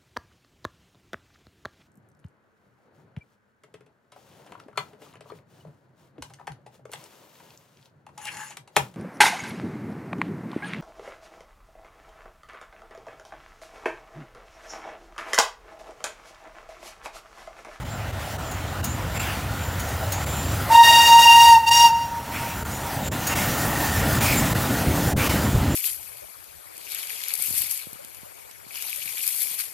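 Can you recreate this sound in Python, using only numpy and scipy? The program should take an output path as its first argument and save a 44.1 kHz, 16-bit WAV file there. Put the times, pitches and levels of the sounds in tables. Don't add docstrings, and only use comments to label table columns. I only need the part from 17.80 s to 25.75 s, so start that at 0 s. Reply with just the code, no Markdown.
import sys
import numpy as np
from scipy import signal
from scipy.fft import rfft, irfft, next_fast_len
from scipy.io import wavfile
from scipy.ndimage import uniform_filter1d, minimum_filter1d, map_coordinates

SR = 44100
rng = np.random.default_rng(int(sys.argv[2]) if len(sys.argv) > 2 else 0)


def log_audio(samples):
    frames = np.atleast_2d(samples).T
    limited = np.clip(frames, -1, 1)
    pcm = np.round(limited * 32767).astype(np.int16)
    wavfile.write(sys.argv[1], SR, pcm)


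N = 350595
T = np.arange(N) / SR


def amp(db):
    return 10 ** (np.asarray(db) / 20)


def unit(x):
    return x / np.sqrt(np.mean(x ** 2) + 1e-20)


def along(points, hz):
    f, v = np.transpose(points)
    return np.interp(np.log(hz + 1), np.log(f), v)


def curves(rows):
    s, *cols = np.transpose(rows)
    return [np.interp(T, s, c) for c in cols]


def wobble(rate):
    knots = rng.standard_normal(int(N * rate / SR) + 4)
    return map_coordinates(knots, [T * rate])


def filtered(x, response):
    m = next_fast_len(N + SR // 2)
    return irfft(rfft(x, m) * response(np.fft.rfftfreq(m, 1 / SR)), m)[:N]


def rush(spectrum, patchy_db):
    z = signal.stft(rng.standard_normal(N), nperseg=512)[2]
    field = uniform_filter1d(rng.standard_normal(z.shape), size=5, axis=0)
    field = uniform_filter1d(field, size=12, axis=1)
    noise = signal.istft(z * amp(patchy_db * unit(field)), nperseg=512)[1][:N]
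    return unit(filtered(noise, lambda hz: amp(along(spectrum, hz))))


def narrow(centre_hz, width_hz):
    noise = rng.standard_normal(N)
    return unit(filtered(noise, lambda hz: 1 / (1 + ((hz - centre_hz) / width_hz) ** 2)))


# time in seconds, ground level in dB, frame level in dB, both before a small trim.
RUMBLE_LEVELS = [(0, -32.5, -41), (.85, -34, -42), (1.05, -31.5, -36.7), (2.1, -30, -38.5),
                 (2.78, -29.5, -34.5), (3.0, -37, -40.5), (3.25, -34.5, -40), (3.85, -41, -46),
                 (4.5, -40, -39), (4.8, -35, -36), (5.35, -34.5, -34), (5.6, -34, -28.5), (6.5, -23, -26),
                 (6.85, -30, -26), (7.3, -27, -24.5), (7.94, -24.5, -24.5)]
# time in seconds, relative level in dB.
ROLL_LEVELS = [(0, -39), (.35, -36.5), (2.6, -32.5), (3.25, -30), (3.85, -42.5), (4.35, -40), (5.3, -32.5),
               (6.4, -27), (6.75, -29), (7.94, -31.5)]
# frequency in Hz, relative density in dB per Hz.
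GROUND_SPECTRUM = [(20, -40), (35, -26), (55, -5), (90, 1), (125, -4.5), (180, -14.5), (400, -58)]
FRAME_SPECTRUM = [(70, -21), (130, 2), (170, 0), (290, -1.5), (420, -11.5), (600, -13), (1000, -35.5)]
RAIL_SPECTRUM = [(250, -13), (350, -9.5), (450, -5.5), (550, -1), (800, 1.5), (1150, -4.5), (1420, -0.5),
                 (1650, -6.5), (1850, -4), (2300, -11), (3000, -10.5), (4000, -15.5), (7000, -26.5)]


def wheels():
    ground_db, frame_db = curves(RUMBLE_LEVELS)
    roll_db, = curves(ROLL_LEVELS)
    ground = amp(ground_db - 0.04) * rush(GROUND_SPECTRUM, patchy_db=-1.0)
    frame = amp(frame_db - 0.56) * rush(FRAME_SPECTRUM, patchy_db=2.0)
    rails = amp(roll_db + 0.83 + 0.31 * wobble(25)) * rush(RAIL_SPECTRUM, patchy_db=1.7)
    return ground + frame + rails


# time in seconds, relative level in dB.
LEAK_LEVELS = [(0, -53), (1.15, -45.5), (2.7, -44), (2.95, -38.5), (4.3, -50.5), (4.9, -43.5),
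               (5.35, -41.5), (5.8, -35.5), (6.8, -36.5), (7.5, -40), (7.94, -46)]
# start in seconds, level in dB, length in seconds, surge of the leak in dB.
STEAM_PUFFS = [(.39, -46, .17, 6), (1.34, -30.5, 0.27, 1), (2.378, -53, 0.41, 2), (4.51, -33, 0.22, 3.5),
               (5.486, -27, 0.22, 3.5), (6.39, -25, 0.26, 4.5), (7.369, -26.5, 0.24, 5.5)]
# frequency in Hz, relative density in dB per Hz.
LEAK_SPECTRUM = [(1200, -19), (2500, -4), (4000, -1), (6000, 4), (8500, 1.5), (10000, 2), (12500, 2.5),
                 (15000, 5.5), (16000, 2.5)]
PUFF_SPECTRUM = [(400, -9), (900, -3), (1600, -3.5), (2600, 0), (3500, -9.5), (6000, -15), (15000, -17)]
# time in seconds, share from 0 to 1.
TREBLE_SHARE = [(0, 0.44), (1.2, 0.44), (2.5, 0.92), (7.95, 0.97)]


def steam():
    leak_db, = curves(LEAK_LEVELS)
    puff_flow = np.zeros(N)
    for start, db, length, surge_db in STEAM_PUFFS:
        age = np.maximum(T - start, 0)
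        opening = (1 - np.exp(-age / 0.015)) * np.exp(-(age / length) ** 3)
        puff_flow = puff_flow + amp(db) * opening
        leak_db = leak_db + surge_db * opening
    hiss = rush(LEAK_SPECTRUM, patchy_db=2.35)
    dull = filtered(hiss, lambda hz: 1 / (1 + (hz / 8000) ** 4))
    treble = hiss - dull
    treble_share, = curves(TREBLE_SHARE)
    leak = amp(leak_db + 6.0 + 1.04 * wobble(30)) * (dull + treble_share * treble)
    return leak + puff_flow * rush(PUFF_SPECTRUM, patchy_db=3)


# centre in seconds, peak level in dB, half length in seconds, pitch in Hz.
SQUEAK_FLARES = [(.13, -43, .04, 7400), (1.118, -35, .03, 7140), (1.392, -31.5, 0.035, 7320),
                 (2.486, -37.5, 0.15, 7270), (2.693, -38, 0.073, 7340), (4.948, -37, .04, 6900),
                 (5.288, -32, 0.047, 7220), (6.584, -22.5, 0.016, 7250), (7.652, -37, 0.035, 7200),
                 (7.927, -36, 0.024, 7250)]
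GRIND_S, GRIND_DB, GRIND_FADE_DB_PER_S = 6.06, -33, 21


def squeaks():
    roll_db, = curves(ROLL_LEVELS)
    singing = amp(roll_db - 18.0 + 4.7 * wobble(10)) * narrow(centre_hz=7190, width_hz=130)
    flares = np.zeros(N)
    for centre, db, half, hz in SQUEAK_FLARES:
        swell = amp(db) * np.exp(-((T - centre) / half) ** 2)
        flares = flares + swell * np.sin(2 * np.pi * hz * T + 1.4 * wobble(330))
    grind_db = GRIND_DB - GRIND_FADE_DB_PER_S * np.abs(T - GRIND_S)
    grind = amp(grind_db) * narrow(centre_hz=1824, width_hz=63)
    return singing + flares + grind


# time in seconds, relative level in dB.
GEAR_KNOCKS = [(2.73, -30), (7.075, -17), (7.338, -15.5), (7.749, -15.5)]


def knocks():
    blows = np.zeros(N)
    for start, db in GEAR_KNOCKS:
        blows = blows + amp(db - 60 * np.abs(T - start) / 0.28) * (T > start)
    bursts = blows * rng.standard_normal(N)
    return filtered(bursts, lambda hz: 14 / (1 + ((hz - 105) / 70) ** 2))


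# start in seconds, relative level in dB.
ROD_CLINKS = [(0.711, -32), (1.04, -22), (1.995, -26.5), (2.085, -32), (2.32, -20.5), (5.468, -18)]
# frequency in Hz, relative level in dB, time to fall 60 dB in seconds.
ROD_PARTIALS = [(4260, -12.5, 0.069), (6700, -8, 0.29), (9760, -7, 0.054), (12200, -23, .06),
                (14750, -6, .1)]


def clinks():
    out = np.zeros(N + SR)
    t = np.arange(SR // 2) / SR
    for start, db in ROD_CLINKS:
        strengths, phases = rng.standard_normal((2, len(ROD_PARTIALS)))
        ring = np.zeros(len(t))
        for (hz, level, t60), strength, phase in zip(ROD_PARTIALS, strengths, phases):
            drift = 0.16 * np.cumsum(rng.standard_normal(len(t)))
            decay = amp(level + 2 * strength - 60 * t / t60)
            ring = ring + decay * np.sin(2 * np.pi * hz * t + phase + drift)
        scrape = 0.73 * amp(-60 * t / 0.11) * rng.standard_normal(len(t))
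        onset = 1 - np.exp(-t / 0.0022)
        out[round(start * SR):][:len(t)] += amp(db) * (ring + scrape) * onset
    return out[:N]


# frequency in Hz, time to fall 60 dB in seconds.
STATION_DECAY = [(200, 1.5), (900, 2.7), (2800, 0.4), (6000, 1.4), (14000, 0.49)]


def station(x):
    hz, t, z = signal.stft(rng.standard_normal(2 * SR), SR, nperseg=256)
    decay = amp(-60 * t / along(STATION_DECAY, hz)[:, None])
    tail = signal.istft(z * decay, SR, nperseg=256)[1]
    return signal.fftconvolve(x, tail / np.linalg.norm(tail))[:N]


# delay at the first pull in seconds, its growth in seconds per second, level in dB.
ECHO_WALLS = [(.075, .005, -15), (.17, .002, -17.5), (.39, .002, -34), (.66, .002, -27.5),
              (1.02, .001, -36)]
ECHO_TOP_HZ, ECHO_DULLS_PER_S = 6040, 3.7


def wall_echoes(tone, since):
    echoes = np.zeros(N)
    for delay, growth, db in ECHO_WALLS:
        echo = map_coordinates(tone, [(T - delay - growth * since) * SR])
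        top_hz = ECHO_TOP_HZ / (1 + ECHO_DULLS_PER_S * delay)
        echoes = echoes + amp(db) * filtered(echo, lambda hz: 1 / (1 + (hz / top_hz) ** 4))
    return echoes


def flutter(angle):
    return (1 + .3 * wobble(75)) * np.sin(angle) + .3 * wobble(75) * np.cos(angle)


# multiple of the pitch, relative level in dB at the
# first pull, change as the engine nears in dB per second.
WHISTLE_OVERTONES = [(2, -4.5, -2.5), (3, 1.5, 1), (4, -3.5, -6), (5, -9.5, 3), (6, -12, 5),
                     (7, -15.5, 3.5), (8, -15, -5), (9, -33, 3), (10, -40, 0), (11, -24.5, 7.5)]
SIDEWAYS_DB = -5


def overtones(direct, sideways, since):
    total, power = np.zeros(N), np.zeros(N)
    for order, db, db_per_s in WHISTLE_OVERTONES:
        size = amp(db + db_per_s * since)
        straight = flutter(order * direct)
        side_gain = amp(SIDEWAYS_DB + 5.5 * wobble(6))
        line = straight + side_gain * flutter(order * sideways + 1.34 * wobble(6))
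        total = total + size * line
        power = power + size ** 2
    return total / np.sqrt(power)


def pressure(opens, shuts, attack, release):
    build = 1 - np.exp(-np.maximum(T - opens, 0) / attack)
    drain = np.exp(-(np.maximum(T - shuts, 0) / release) ** 2)
    return build * drain


# opens in seconds, starts to shut in seconds, attack in seconds,
# release in seconds, time for the overtones to bloom in seconds, full-pressure pitch in Hz,
# relative overtone level in dB, relative steam jet level in dB.
VALVE_PULLS = [(2.892, 3.681, 0.0462, .085, 0.037, 936.9, -13.5, -22),
               (3.856, 4.038, 0.0273, 0.056, 0.0046, 940, -14, -23.5)]
# time in seconds, relative level in dB.
LONG_FUNDAMENTAL = [(2.92, -14), (2.954, -8.5), (3.018, 3.5), (3.04, -12), (3.238, -14), (3.262, -17),
                    (3.308, -7.5), (3.362, -3), (3.424, -18.5), (3.46, -6), (3.768, -7), (3.8, -21)]
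SHORT_FUNDAMENTAL = [(3.87, -22), (3.914, -12.5), (3.954, -18), (4.01, -10.5), (4.052, -6.5), (4.1, -17.5)]
# frequency in Hz, relative density in dB per Hz.
JET_SPECTRUM = [(200, -17), (550, -5), (1350, -2.5), (2300, -2), (4200, 1), (6500, 2), (9800, -0.5),
                (12500, -1.5), (15800, -1)]
SAG_HZ = 44.1
CHOKE_PRESSURE = .22
OVERTONES_GROW, JET_GROWS = 1.16, 1.3
BREATHY_DB, BREATHY_SLACK_DB = -19.5, 10
STUTTER_AFTER_S, STUTTER_S, STUTTER_HZ, STUTTER_DEPTH = .061, .025, 37, .7
SIDEWAYS_FLAT_HZ = 6


def whistle():
    drive = np.max([pressure(*row[:4]) for row in VALVE_PULLS], axis=0)
    rows = np.array(VALVE_PULLS)
    pull = np.maximum(np.searchsorted(rows[:, 0], T) - 1, 0)
    opens, _, _, _, bloom, full_hz, bright_db, jet_db = rows[pull].T
    since = T - VALVE_PULLS[0][0]

    speaks = drive ** 3 / (drive ** 3 + CHOKE_PRESSURE ** 3)
    bloomed = 1 - np.exp(-np.abs(T - opens) / bloom)
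    fundamental_db, = curves(np.vstack([LONG_FUNDAMENTAL, SHORT_FUNDAMENTAL]))
    fundamental = amp(fundamental_db) * speaks
    bright = amp(bright_db) * drive ** OVERTONES_GROW * speaks * bloomed
    jet = amp(jet_db) * drive ** JET_GROWS

    shake = 1 + .0006 * wobble(30) + .0025 * wobble(260)
    pitch = (full_hz - SAG_HZ * (1 - drive) ** 1.7) * shake
    direct = 2 * np.pi * np.cumsum(pitch) / SR
    sideways = direct - 2 * np.pi * SIDEWAYS_FLAT_HZ * T

    late = since - STUTTER_AFTER_S
    stutter_depth = STUTTER_DEPTH * np.exp(-(late / STUTTER_S) ** 2)
    stutter = 1 + stutter_depth * np.cos(2 * np.pi * STUTTER_HZ * late)
    breath_gain = amp(BREATHY_DB + BREATHY_SLACK_DB * (1 - drive))
    breath = breath_gain * narrow(centre_hz=915, width_hz=28)
    pipe = stutter * np.sin(sideways) + breath

    tone = amp(3) * fundamental * pipe + bright * overtones(direct, sideways, since)
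    hiss = jet * amp(1.0 * wobble(14)) * rush(JET_SPECTRUM, patchy_db=1.4)
    source = tone + hiss
    return source + wall_echoes(tone, since) + amp(-20.5) * station(source)


def scene():
    mono = wheels() + steam() + squeaks() + knocks() + clinks() + whistle()
    return np.array([mono, mono])


def limiter(x, ceiling):
    needed = np.minimum(1, ceiling / (np.abs(x).max(axis=0) + 1e-9))
    return x * uniform_filter1d(minimum_filter1d(needed, size=700), size=350)


# centre in seconds, depth in dB.
LEVEL_DIPS = [(.043, 8), (.32, 8), (.577, 9), (1.022, 10), (1.388, 11), (2.455, 10), (3.904, 11),
              (4.842, 12), (5.302, 28), (5.548, 10), (6.4, 8), (6.742, 11), (7.35, 30), (7.487, 10)]
DIP_HALF_S, DIP_WIDENS_S_PER_DB = .0045, .0003
TOP_HZ = 15850


def record(dry):
    dip_db = np.zeros(N)
    for centre, depth in LEVEL_DIPS:
        half = DIP_HALF_S + DIP_WIDENS_S_PER_DB * depth
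        dip_db = dip_db - depth * np.exp(-((T - centre) / half) ** 4)
    bass = np.array([filtered(x, lambda hz: 1 / (1 + (hz / 700) ** 4)) for x in dry])
    held = limiter(bass + amp(dip_db) * (dry - bass), ceiling=.92)
    return np.array([filtered(x, lambda hz: hz < TOP_HZ) for x in held])


dry = scene()
out = record(dry)
log_audio(out)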